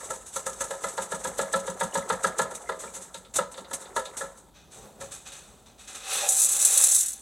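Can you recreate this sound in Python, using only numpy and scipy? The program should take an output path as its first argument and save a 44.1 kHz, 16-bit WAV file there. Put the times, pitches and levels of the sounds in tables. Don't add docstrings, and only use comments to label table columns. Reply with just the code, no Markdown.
import sys
import numpy as np
from scipy import signal
from scipy.fft import rfft, irfft, next_fast_len
from scipy.io import wavfile
from scipy.ndimage import uniform_filter1d, map_coordinates

SR = 44100
rng = np.random.default_rng(int(sys.argv[2]) if len(sys.argv) > 2 else 0)


def persist_wave(psi):
    counts = np.round(np.clip(psi, -1, 1) * 32767).astype(np.int16)
    wavfile.write(sys.argv[1], SR, np.atleast_2d(counts).T)


N = 317961

# freq_hz, density_db
AIR_SPECTRUM = [(25, -28), (50, 8), (100, -4), (200, 0.5), (450, -10), (900, -7), (1100, -18), (1350, -12),
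                (1700, -26), (2600, -26), (3800, -18), (5200, -27), (7800, -21.5), (15800, -30)]
# pitch_hz, level_db
HUM_TONES = [(48.4, -69.5)]
# freq_hz, t60_s
TUB_DECAY = [(150, .3), (600, .36), (2000, .38), (8000, .28), (15000, .22)]
# freq_hz, side_db
SIDE_GAIN = [(60, -4), (170, -9), (350, -13), (1400, -22), (2800, -50), (6000, -94), (9000, -22),
             (12000, -7.5)]

# start_s, pitch_hz, level_db
WATER_BLIPS = [(1.925, 2920, -40), (2.025, 1990, -37), (2.19, 950, -55), (2.607, 820, -43),
               (2.64, 686, -41), (2.673, 2040, -41), (2.722, 2000, -36), (2.878, 2320, -42)]
# start_s, level_db
RIM_TICKS = [(3.145, -36.5), (3.25, -46.5), (3.5427, -42.5), (3.579, -40.5), (3.647, -47), (3.823, -49),
             (3.8543, -46), (4.0567, -36)]
# pitch_hz, level_db, t60_s
RIM_MODES = [(3560, -10, .06), (3810, -10, .07)]

# start_s, crystals_db, card_db, rise_s, t60_s
BOX_SHIFTS = [(4.53, -61, -52.5, 0.022, 0.68), (4.70, -46, -53, 0.025, 0.86),
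              (4.996, -41.5, -46, 0.012, 0.4), (5.107, -37, -46, 0.0084, 0.39),
              (5.248, -40, -40.5, 0.017, 0.31), (5.317, -47, -50.5, 0.0028, 0.96),
              (5.654, -59, -54.5, 0.0064, 0.32), (5.774, -47.5, -50, 0.018, 0.58),
              (5.869, -43, -45.5, 0.0089, 0.69), (5.941, -37, -41, 0.0096, 0.18)]
# centre_s, level_db, half_width_s
HAND_BUMPS = [(4.833, -45, 0.096), (5.05, -45.5, 0.073), (5.5, -53.5, 0.22)]
# freq_hz, density_db
BUMP_SPECTRUM = [(30, 9), (65, -1), (130, 8), (220, 2), (300, -7), (450, 6), (800, -1.5), (1400, -9),
                 (2500, -25.5)]
# freq_hz, density_db
CARD_SPECTRUM = [(900, -22.5), (1600, 1), (2500, -7), (3700, 3), (4300, -1), (5000, -8.5), (6200, 1.5),
                 (9000, -29)]
# freq_hz, density_db
BOX_SPECTRUM = [(180, -51), (300, -64), (317, -56), (387, -4.5), (589, 6.5), (674, -12), (778, 7),
                (904, -5), (1280, 3), (1510, -8.5), (1640, -19), (2000, -22), (2600, 7), (4400, -120)]
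# freq_hz, density_db
FUNNEL_SPECTRUM = [(350, -43), (480, -4.5), (590, 4.5), (680, -6), (780, 6.5), (900, -8.5), (1300, -36),
                   (2000, -54)]
# time_s, crystals_db, slide_db, box_wall_db
POUR_LEVELS = [(6.0, -56, -52, -53.5), (6.134, -28, -33, -37), (6.258, -33, -36.5, -39),
               (6.302, -27, -44, -46.5), (6.434, -20, -44, -45.5), (6.534, -25, -43, -45),
               (6.808, -21.5, -37.5, -41), (7.006, -21.5, -46, -53.5), (7.068, -38, -48.5, -63),
               (7.21, -51.5, -63.5, -65)]
# start_s, level_db
SALT_LUMPS = [(6.289, -9.5), (6.321, -13.5), (6.4175, -12), (6.649, -7.5), (6.7098, -22), (6.775, -7),
              (6.8382, -6), (6.915, -13), (6.947, -13.5), (7.06, -19.5), (7.083, -20), (7.104, -28),
              (7.131, -26.5)]
# freq_hz, density_db
POURED_SPECTRUM = [(2500, -44), (3900, -13), (5000, -19), (6000, -3), (7500, 2.5), (9300, 1), (11000, -6.5),
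                   (12500, -14), (15800, -22.5)]

# time_s, trickle_db, stir_db
TRICKLE_LEVELS = [(0.0, -41.5, -42), (0.29, -52.5, -59.5), (0.63, -46, -48.5), (2.33, -49.5, -43),
                  (2.96, -54, -53.5), (3.12, -62.5, -55.5), (3.4, -62, -65), (3.51, -60, -51.5),
                  (4.22, -55, -48), (4.5, -69, -65.5)]
# time_s, flow_db
SPOUT_FLOW = [(0, -18), (.72, -14), (1.0, -5.5), (1.4, -0.5), (1.95, 0), (2.42, -2.5), (2.55, -13.5),
              (3.0, -9), (3.39, -5), (3.9, -14), (4.2, -10)]
# start_s, level_db, rise_s, t60_s
SALT_SLIPS = [(0.02, -43, .02, .2), (0.255, -42.5, 0.008, 0.23), (0.32, -39.5, 0.017, .2),
              (0.525, -41, .005, .1), (0.88, -36, .006, .12), (1.012, -34, .008, 0.14),
              (1.586, -39, 0.01, 0.066), (2.545, -34.5, 0.0065, 0.085), (2.785, -40, 0.01, 0.5),
              (2.93, -37.5, 0.02, 0.15), (3.0, -43, 0.018, 0.26), (3.337, -34, .003, 0.21),
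              (3.351, -23.5, .013, .1), (3.509, -45, 0.0095, 0.14), (3.728, -26.5, 0.0064, .09),
              (3.79, -44.5, 0.037, 0.11), (4.045, -44, 0.0063, 0.17), (4.167, -32, 0.0019, 0.28),
              (4.36, -51.5, 0.014, 0.17)]
# freq_hz, density_db
SHAKEN_SPECTRUM = [(1500, -3.5), (2800, -8.5), (3800, -2.5), (5000, -9.5), (6400, 6), (8500, 7),
                   (10500, -3.5), (12500, -13.5), (15800, -24.5)]

# start_s, knock_db, landing_db
KNOCK_EVENTS = [(0.105, -22.5, -30), (0.363, -24.5, -25.5), (0.466, -20.5, -26.5), (0.61, -20.5, -24.5),
                (0.709, -21, -34), (0.841, -18, -29.5), (0.979, -18, -34), (1.122, -19, -32.5),
                (1.25, -19, -28), (1.392, -14, -27), (1.538, -12, -29), (1.678, -20.5, -34),
                (1.811, -14, -28), (1.954, -14.5, -27.5), (2.101, -11.5, -30), (2.245, -12, -27),
                (2.393, -11, -25.5), (2.513, -31, -40), (2.693, -17.5, -38), (2.837, -27, -50),
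                (2.965, -33.5, -47), (3.148, -36.5, -38), (3.388, -13.5, -48), (3.578, -31, -41),
                (3.712, -29.5, -41.5), (3.965, -13.5, -27.5), (4.211, -22.5, -51), (5.013, -31.5, -40)]
# pitch_hz, level_db, t60_s
NECK_MODES = [(395, -22, 0.17), (476, -22, 0.16), (544.5, -3, 0.24), (644.8, -15, 0.32), (793, -14.5, 0.19),
              (927, -33, 0.16), (1017, -19, 0.43), (1253, -16, 0.34), (1336, -4, 0.073),
              (1431.4, -15.5, 0.16), (1651, -8, 0.072), (1670, -9.5, 0.14), (1830, -19, 0.044),
              (1969, -14, 0.096)]
# freq_hz, density_db
STEEL_SPECTRUM = [(150, -40), (250, -17), (313, -30.5), (416, -7.5), (537, 9), (727, -31.5), (911, 4.5),
                  (1120, -14), (1340, 5), (1520, -25), (1690, -3.5), (2180, -24.5), (2600, -27),
                  (3380, -38), (5720, -120)]
# freq_hz, density_db
PLASTIC_SPECTRUM = [(1200, -26), (2000, 10), (2600, 6.5), (3700, 18.5), (4500, 11.5), (5200, 4),
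                    (9000, -41)]
# freq_hz, density_db
THUD_SPECTRUM = [(40, -26), (80, -2.5), (120, -9.5), (180, 4.5), (280, -7.5), (500, -43.5)]


def amp(db):
    return 10 ** (np.asarray(db) / 20)


def unit_rms(x):
    return x / np.sqrt(np.mean(x ** 2) + 1e-20)


def log_interp(points, hz):
    freq_hz, values = np.transpose(points)
    return np.interp(np.log(hz + 1), np.log(freq_hz + 1), values)


def envelopes(rows):
    time_s, *columns = np.transpose(rows)
    curves_db = [np.interp(np.arange(N) / SR, time_s, db, left=-120, right=-120) for db in columns]
    return [uniform_filter1d(amp(db), size=128) for db in curves_db]


def add(track, start_s, sound):
    start = max(round(start_s * SR), 0)
    track[start:start + len(sound)] += sound[:N - start]


def filtered(x, response):
    size = next_fast_len(N + SR // 2)
    return irfft(rfft(x, size) * response(np.fft.rfftfreq(size, 1 / SR)), size)[..., :N]


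def colour(x, spectrum, size=4096):
    magnitude = amp(log_interp(spectrum, np.fft.rfftfreq(size, 1 / SR)))
    cepstrum = irfft(np.log(np.maximum(magnitude, 1e-6)))
    cepstrum[1:size // 2] *= 2
    cepstrum[size // 2 + 1:] = 0
    pulse = irfft(np.exp(rfft(cepstrum)))
    return signal.fftconvolve(x, pulse / np.linalg.norm(pulse))[:N]


def wobble(rate_hz):
    knots = rng.standard_normal(int(N * rate_hz / SR) + 4)
    return map_coordinates(knots, [np.arange(N) * rate_hz / SR])


def patter(rate_hz, spread_db, hiss_db):
    sizes = amp(spread_db * np.clip(rng.standard_normal(N), -2, 2)) * rng.choice([-1, 1], N)
    impacts = unit_rms(sizes * (rng.random(N) < rate_hz / SR))
    return unit_rms(impacts + amp(hiss_db) * rng.standard_normal(N))


def burst(t, rise_s, t60_s):
    return (1 - np.exp(-(t / rise_s) ** 2)) * amp(-60 * t / t60_s)


def outflow_db(time_s):
    return np.interp(time_s, *np.transpose(SPOUT_FLOW))


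def room_tone(air_db=-58.5, hum_gain_db=-1):
    t = np.arange(N) / SR
    hum = np.zeros(N)
    for hz, db in HUM_TONES:
        phase = 2 * np.pi * hz * t + 0.3 * wobble(2.32)
        hum += amp(db + hum_gain_db) * np.sqrt(2) * np.sin(phase)
    return hum + amp(air_db) * colour(rng.standard_normal(N), AIR_SPECTRUM)


def tub_reflections(x, echo_gain=0.87, echo_s=0.002889, echo_above_hz=5500, early_db=-7, tail_db=-13):
    def near_wall(hz):
        mirror = echo_gain / (1 + (echo_above_hz / (hz + 1)) ** 6)
        return (1 + mirror * np.exp(-2j * np.pi * hz * echo_s)) / np.hypot(1, mirror)

    near = filtered(x, near_wall)
    hz, frame_s, noise = signal.stft(rng.standard_normal(SR // 2), SR, nperseg=256)
    decay = amp(-60 * frame_s / log_interp(TUB_DECAY, hz)[:, None])
    _, tail = signal.istft(noise * decay, SR, nperseg=256)
    t = np.arange(len(tail)) / SR
    early = np.diff(rng.standard_normal(len(t) + 1)) * burst(t, 0.0008, 0.0088)
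    walls = amp(early_db) * early / np.linalg.norm(early) + amp(tail_db) * tail / np.linalg.norm(tail)
    return near + signal.fftconvolve(near, walls)[:N]


def bubble(hz, t60_cycles):
    t = np.arange(SR // 10) / SR
    return burst(t, 1 / hz, t60_cycles / hz) * np.sin(2 * np.pi * hz * t * (1 + t))


def water(centre_hz=900, spread_octaves=1.204, froth_db=-4, bubble_count=1400):
    froth, blips = np.zeros((2, N))
    stir_end_s = TRICKLE_LEVELS[-1][0]
    for when, pitch in rng.random((bubble_count, 2)):
        hz = centre_hz * 2 ** (spread_octaves * (2 * pitch - 1))
        add(froth, when * stir_end_s, bubble(hz, t60_cycles=11.4))
    for start_s, hz, db in WATER_BLIPS:
        add(blips, start_s, amp(db) * bubble(hz, t60_cycles=88))
    _, stir = envelopes(TRICKLE_LEVELS)
    return amp(froth_db) * stir * unit_rms(froth) + blips


def stray_crystals(gain_db=-11):
    trickle, _ = envelopes(TRICKLE_LEVELS)
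    hops = patter(rate_hz=60, spread_db=3, hiss_db=-30)
    return colour(trickle * amp(gain_db) * hops, SHAKEN_SPECTRUM)


def rim_ticks(touch_db=-4, steel_db=-1, lead_s=0.0036):
    touches, ring = np.zeros((2, N))
    t = np.arange(SR // 4) / SR
    for start_s, db in RIM_TICKS:
        add(touches, start_s - lead_s, amp(db + touch_db) * burst(t, 0.0021, 0.13))
        for hz, mode_db, t60_s in RIM_MODES:
            add(ring, start_s, amp(db + mode_db) * burst(t, 0.0014, t60_s) * np.sin(2 * np.pi * hz * t))
    contact = touches * rng.standard_normal(N)
    return ring + colour(contact, PLASTIC_SPECTRUM) + amp(steel_db) * colour(contact, STEEL_SPECTRUM)


def box_pickup(shift_db=-1, wall_db=-4, bump_db=-3):
    crystals, card = np.zeros((2, N))
    t = np.arange(SR) / SR
    for start_s, crystals_db, card_db, rise_s, t60_s in BOX_SHIFTS:
        shift = burst(t, rise_s, t60_s)
        add(crystals, start_s, amp(crystals_db + shift_db) * shift)
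        add(card, start_s, amp(card_db + shift_db) * shift)
    rub = card * patter(rate_hz=5500, spread_db=6.5, hiss_db=1.5)
    hiss = colour(crystals * patter(rate_hz=1400, spread_db=2, hiss_db=-9), SHAKEN_SPECTRUM)
    hand = sum(amp(db) / np.cosh((np.arange(N) / SR - centre_s) / half_width_s) ** 2
               for centre_s, db, half_width_s in HAND_BUMPS)
    bumps = colour(hand * amp(bump_db + 1.4 * wobble(35)) * rng.standard_normal(N), BUMP_SPECTRUM)
    return hiss + colour(rub, CARD_SPECTRUM) + amp(wall_db) * colour(rub, BOX_SPECTRUM) + bumps


def box_slide(slide_db=1, landing_s=6.205, landing_db=-31.5):
    _, slide, wall = envelopes(POUR_LEVELS)
    grit = patter(rate_hz=5000, spread_db=5, hiss_db=-5)
    sliding = colour(slide * amp(slide_db) * grit, CARD_SPECTRUM)
    drumming = colour(wall * patter(rate_hz=1500, spread_db=3, hiss_db=-5.5), BOX_SPECTRUM)
    landing = burst(np.maximum(np.arange(N) / SR - landing_s, 0), rise_s=0.022, t60_s=0.52)
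    funnel = colour(amp(landing_db) * landing * rng.standard_normal(N), FUNNEL_SPECTRUM)
    return sliding + drumming + funnel


def poured_salt(flow_db=-1.5, coarse_db=-5, fall_s=6.28, strike_db=14, shatter_db=-5, surge_db=-13,
                offset_s=0.00085):
    flow, _, _ = envelopes(POUR_LEVELS)
    debris, strikes = np.zeros((2, N))
    t = np.arange(SR // 4) / SR
    for start_s, db in SALT_LUMPS:
        add(strikes, start_s + offset_s, amp([db + strike_db]))
        shatter = amp(db + shatter_db) * burst(t, 0.0017, 0.057)
        surge = amp(db + surge_db) * burst(t, 0.011, 0.061)
        add(debris, start_s - offset_s, shatter + surge)
    inside = patter(rate_hz=5000, spread_db=4, hiss_db=0)
    fine = patter(rate_hz=1400, spread_db=5, hiss_db=-8)
    coarse = patter(rate_hz=130, spread_db=3, hiss_db=-40)
    falling = (fine + amp(coarse_db) * coarse) * amp(1.3 * wobble(60))
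    crystals = np.where(np.arange(N) / SR < fall_s, inside, falling)
    spray = debris * patter(rate_hz=4000, spread_db=2, hiss_db=-5)
    return colour(flow * amp(flow_db) * crystals + strikes + spray, POURED_SPECTRUM)


def shaken_salt(clump_db=-3.2, rise_s=0.024, settle_s=0.1, packed_lag_s=0.002, loose_lead_s=0.011,
                hop_s=0.031, hop_db=-2, hop_db_per_flow_db=0.45, trickle_db=-2, scrape_db=-4):
    power = np.zeros(N)
    t = np.arange(-SR // 16, SR // 3) / SR
    gathering = amp(-14 - 60 * np.abs(t) / 0.095)
    clump = gathering + amp(60 * np.minimum(t / rise_s, -t / settle_s))
    for knock_s, _, landing_db in KNOCK_EVENTS:
        flow_db = outflow_db(knock_s)
        start_s = knock_s + packed_lag_s - loose_lead_s * amp(flow_db) + t[0]
        landing = amp(landing_db + clump_db) * clump
        hop = amp(hop_db + hop_db_per_flow_db * flow_db) * landing
        add(power, start_s, landing ** 2)
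        add(power, start_s + hop_s, hop ** 2)
    for start_s, db, slip_rise_s, t60_s in SALT_SLIPS:
        slip = burst(t[t >= 0], slip_rise_s, t60_s)
        add(power, start_s, (amp(db) * slip / slip.max()) ** 2)
    trickle, stir = envelopes(TRICKLE_LEVELS)
    power += (trickle * amp(trickle_db + 3 * wobble(50))) ** 2
    salt = np.sqrt(power) * patter(rate_hz=2000, spread_db=-1.5, hiss_db=0.5)
    scrape = stir * amp(scrape_db) * patter(rate_hz=380, spread_db=1, hiss_db=1)
    return colour(salt, SHAKEN_SPECTRUM) + colour(scrape, STEEL_SPECTRUM)


def tank_gulps(pitch_hz=183, gulp_db=-26, thud_db=-32, delay_s=0.009, db_per_knock_db=0.37):
    gulps, thuds = np.zeros((2, N))
    t = np.arange(SR // 2) / SR
    for knock_s, knock_db, _ in KNOCK_EVENTS:
        swell = amp(db_per_knock_db * knock_db + outflow_db(knock_s)) * burst(t, 0.0081, 0.25)
        hz = pitch_hz * (1 + 0.024 * rng.standard_normal())
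        add(gulps, knock_s + delay_s, amp(gulp_db) * swell * np.sin(2 * np.pi * hz * t))
        add(thuds, knock_s + delay_s, amp(thud_db) * swell)
    return gulps + colour(thuds * rng.standard_normal(N), THUD_SPECTRUM)


def knocks(ring_db=-8, scatter_db=2.5, steel_db=-2.5, plastic_db=-13, lead_s=0.002963,
           rebound_s=0.017, rebound_db=-11, packed_until_s=0.66, packed_db=-25):
    ring, steel, plastic = np.zeros((3, N))
    t = np.arange(SR // 2) / SR
    mode_hz, mode_db, t60_s = np.transpose(NECK_MODES)[:, :, None]
    for knock_s, db, _ in KNOCK_EVENTS:
        contact_s = knock_s - lead_s
        strength = amp(mode_db + scatter_db * rng.standard_normal(mode_hz.shape))
        hz = mode_hz * (1 + 0.0162 * rng.standard_normal(mode_hz.shape))
        phase = 2 * np.pi * (hz * t + rng.random(mode_hz.shape))
        modes = strength * burst(t, 0.0018, t60_s) * np.sin(phase)
        add(ring, contact_s, amp(db + ring_db) * modes.sum(axis=0))
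        add(steel, contact_s, amp(db + steel_db) * burst(t, 0.0026, 0.075))
        add(steel, knock_s + rebound_s, amp(db + rebound_db) * burst(t, 0.011, 0.11))
        clack_db = db + plastic_db + packed_db * (knock_s < packed_until_s)
        add(plastic, contact_s, amp(clack_db) * burst(t, 0.005, 0.047))
        add(plastic, contact_s + rebound_s, amp(clack_db - 17.5) * burst(t, 0.01, 0.2))
    floor = colour(steel * rng.standard_normal(N), STEEL_SPECTRUM)
    clacks = colour(plastic * rng.standard_normal(N), PLASTIC_SPECTRUM)
    return ring + floor + clacks


def scene():
    filling = knocks() + tank_gulps() + rim_ticks() + water() + shaken_salt() + stray_crystals()
    pouring = box_pickup() + box_slide() + poured_salt()
    mid = tub_reflections(filling + pouring) + room_tone()
    scatter = np.pad(rng.standard_normal(SR // 60), (SR // 300, 0))
    diffuse = signal.fftconvolve(mid, scatter / np.linalg.norm(scatter))[:N]
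    side = filtered(diffuse, lambda hz: amp(log_interp(SIDE_GAIN, hz)))
    return np.array([mid + side, mid - side])


def record(dry, low_hz=41, top_hz=15850, ceiling=0.8):
    rounded = dry / (1 + (dry / ceiling) ** 6) ** (1 / 6)
    return filtered(rounded, lambda hz: (hz < top_hz) / np.sqrt(1 + (low_hz / (hz + 1)) ** 10))


dry = scene()
out = record(dry)
persist_wave(out)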